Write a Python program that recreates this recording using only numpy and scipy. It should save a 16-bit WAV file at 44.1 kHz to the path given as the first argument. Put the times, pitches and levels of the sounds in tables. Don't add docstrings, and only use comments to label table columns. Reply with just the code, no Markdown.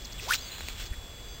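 import sys
import numpy as np
from scipy.fft import rfft, irfft, next_fast_len
from scipy.io import wavfile

SR = 44100
rng = np.random.default_rng(int(sys.argv[2]) if len(sys.argv) > 2 else 0)


def log_audio(samples):
    frames = np.atleast_2d(samples).T
    limited = np.clip(frames, -1, 1)
    pcm = np.round(limited * 32767).astype(np.int16)
    wavfile.write(sys.argv[1], SR, pcm)


N = 61739
T = np.arange(N) / SR
HOLD_SAMPLES = 4

# frequency_hz, level_db
RUSH_SPECTRUM = [(150, -47), (600, -13), (1300, -4.5), (2200, -1.5), (3200, 1), (4000, 2), (4600, -1.5),
                 (5400, -15)]


def amp(db):
    return 10 ** (np.asarray(db) / 20)


def unit(x):
    return x / np.sqrt(np.mean(np.abs(x) ** 2) + 1e-20)


def filtered(x, response):
    size = next_fast_len(N + 8192)
    return irfft(rfft(x, size) * response(np.fft.rfftfreq(size, 1 / SR)), size)[:N]


def noise(spectrum):
    frequency_hz, level_db = np.transpose(spectrum)

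    def response(hz):
        gain = amp(np.interp(np.log(hz + 1), np.log(frequency_hz + 1), level_db))
        return gain * (hz < SR / HOLD_SAMPLES / 2)
    return unit(filtered(rng.standard_normal(N), response))


def wobble(width_hz):
    return unit(filtered(rng.standard_normal(N), lambda hz: np.exp(-.5 * (hz / width_hz) ** 2)))


def track(rows, fade_s=0.0029):
    time_s, pitch_hz, level_db = np.transpose(rows)
    gate = np.clip(np.minimum(T - time_s[0], time_s[-1] - T) / fade_s + 1, 0, 1)
    return np.interp(T, time_s, pitch_hz), gate * amp(np.interp(T, time_s, level_db))


def airy_tone(pitch_hz, wander, wander_hz, skirt_hz, skirt_db):
    phase = 2 * np.pi * np.cumsum(pitch_hz * (1 + wander * wobble(wander_hz))) / SR
    skirt = wobble(skirt_hz) * np.cos(phase) + wobble(skirt_hz) * np.sin(phase)
    return unit(np.sqrt(2) * np.sin(phase) + amp(skirt_db) * skirt)


def breeze():
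    # time_s, level_db
    strength = [(0, -44.5), (.24, -42.5), (.33, -44.5), (.65, -43), (.85, -43.5), (1.05, -45.5), (1.4, -45)]
    # frequency_hz, level_db
    rumble_spectrum = [(8, -23), (22, -0.5), (40, 5), (65, -3), (100, -7), (150, -16), (260, -23.5),
                       (600, -45), (1500, -87)]
    # centre_s, half_length_s, pitch_hz, peak_db
    puffs = [(.655, 0.027, 72.6, -39), (0.916, 0.0072, 49.7, -25.5), (0.983, 0.013, 46, -29)]
    out = amp(np.interp(T, *np.transpose(strength))) * noise(rumble_spectrum)
    for centre_s, half_length_s, pitch_hz, peak_db in puffs:
        t = T - centre_s
        out += amp(peak_db) * np.exp(-(t / half_length_s) ** 2) * np.cos(2 * np.pi * pitch_hz * t)
    return out


def background_hiss(level_db=-49.5):
    # frequency_hz, level_db
    hiss_spectrum = [(100, -2), (300, -2), (500, -2), (750, -6), (1500, -8.5), (3000, -7.5), (4300, -8),
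                     (5400, -10)]
    return amp(level_db) * noise(hiss_spectrum)


def air_rush(flutter_db=1.06):
    # time_s, body_db, treble_db
    strength = [(0, -55, -59), (.17, -51, -60), (.2, -54, -51), (.23, -43.5, -44.5), (.278, -45, -46.5),
                (.302, -35.5, -39), (0.329, -35, -35.5), (0.342, -28.5, -37), (.356, -36, -30.5),
                (0.372, -47.5, -48.5), (0.439, -47.5, -61), (0.501, -46, -72), (.58, -46.5, -64),
                (.64, -48.5, -56), (.69, -44, -50), (.75, -50, -56), (.81, -43.5, -49), (.868, -49, -48.5),
                (.885, -57, -64), (1.05, -67, -69), (1.4, -76, -72)]
    # frequency_hz, level_db
    treble_spectrum = [(2500, -22), (3800, -9), (4600, -4.5), (5400, -2)]
    time_s, body_db, treble_db = np.transpose(strength)
    body = amp(np.interp(T, time_s, body_db)) * noise(RUSH_SPECTRUM)
    treble = amp(np.interp(T, time_s, treble_db)) * noise(treble_spectrum)
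    return amp(flutter_db * wobble(width_hz=130)) * (body + treble)


def line_zips():
    # start_s, length_s, first_pitch_hz, last_pitch_hz, level_db
    zips = [(0.019, 0.0072, 3860, 5150, -44.5), (0.046, 0.014, 5750, 3800, -38.5),
            (0.119, 0.017, 5400, 4300, -44), (0.18, 0.024, 3560, 2200, -42), (.338, 0.01, 3481, 1230, -34),
            (0.344, 0.0165, 2993, 4420, -39.5), (.512, 0.046, 2430, 3180, -52.5),
            (.795, 0.0307, 2690, 3690, -47), (0.794, 0.019, 1450, 1650, -48.5),
            (.852, 0.032, 5000, 4100, -52), (0.925, 0.024, 1800, 2010, -48.5)]
    out = np.zeros(N)
    for start_s, length_s, first_hz, last_hz, level_db in zips:
        progress = np.clip((T - start_s) / length_s, 0, 1)
        pitch_hz = first_hz + (last_hz - first_hz) * progress
        tone = airy_tone(pitch_hz, wander=0.0145, wander_hz=152, skirt_hz=380, skirt_db=4.5)
        swell = np.sqrt(4 * progress * (1 - progress))
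        out += amp(level_db) * swell * tone
    return out


def rod_swish():
    # time_s, pitch_hz, level_db
    stroke = [(.225, 369, -51), (.255, 468, -52.5), (.27, 575.7, -46.5), (.286, 856, -38),
              (.295, 1081, -33.5), (.304, 1240, -33), (.311, 1434, -20), (.317, 1435, -32.5),
              (.324, 1773, -21), (.329, 2013, -37), (.337, 2650, -25.5), (.341, 3854, -34),
              (.345, 4430, -26), (.349, 5520, -41)]
    pitch_hz, gain = track(stroke)
    return gain * airy_tone(pitch_hz, wander=0.024, wander_hz=150, skirt_hz=350, skirt_db=-7.5)


def line_whistle():
    # time_s, pitch_hz, level_db
    whistle = [(.366, 3640, -49.5), (.39, 4160, -44), (.426, 4890, -49.5), (.448, 4730, -42),
               (.465, 4570, -49.5), (.49, 4490, -41.5), (.504, 4330, -67), (.524, 4106, -40.5),
               (.56, 4134, -50.5), (.606, 4060, -45), (.628, 3854, -55), (.665, 3970, -57)]
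    pitch_hz, gain = track(whistle)
    return gain * airy_tone(pitch_hz, wander=0.00836, wander_hz=90, skirt_hz=111, skirt_db=2.5)


def line_ticks(pitch_hz=2000, width_s=0.00007, scrape_db=-7.5, scrape_t60_s=0.0069):
    # time_s, peak_db
    touches = [(0.5847, -30), (0.608, -24), (.6859, -19.5), (.703, -29.5)]
    out = np.zeros(N)
    for time_s, peak_db in touches:
        t = T - round(time_s * SR / HOLD_SAMPLES) * HOLD_SAMPLES / SR
        pulse = np.exp(-.5 * (t / width_s) ** 2) * np.cos(2 * np.pi * pitch_hz * t)
        scrape = (t > 0) * amp(scrape_db - 60 * np.abs(t) / scrape_t60_s) * noise(RUSH_SPECTRUM)
        out += amp(peak_db) * (pulse + scrape)
    return out


def far_whistle():
    # time_s, pitch_hz, level_db
    whistle = [(.9, 4670, -67), (1.12, 4710, -64), (1.24, 4737, -59.5), (1.34, 4730, -52),
               (1.37, 4775, -57), (1.39, 4720, -66)]
    pitch_hz, gain = track(whistle)
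    return gain * airy_tone(pitch_hz, wander=0.0011, wander_hz=30, skirt_hz=40, skirt_db=-17)


def scene():
    ambience = breeze() + background_hiss()
    cast = air_rush() + line_zips() + rod_swish() + line_whistle() + line_ticks()
    return (ambience + cast + far_whistle())[None]


def record(dry):
    whine_hz, whine_db, band_limit_hz = 3401, -51.5, 15800
    whine = amp(whine_db) * np.sqrt(2) * np.sin(2 * np.pi * whine_hz * T)
    slow_samples = (dry[0] + whine)[::HOLD_SAMPLES]
    held = np.repeat(slow_samples, HOLD_SAMPLES)[:N]
    return filtered(held, lambda hz: hz < band_limit_hz)[None]


dry = scene()
out = record(dry)
log_audio(out)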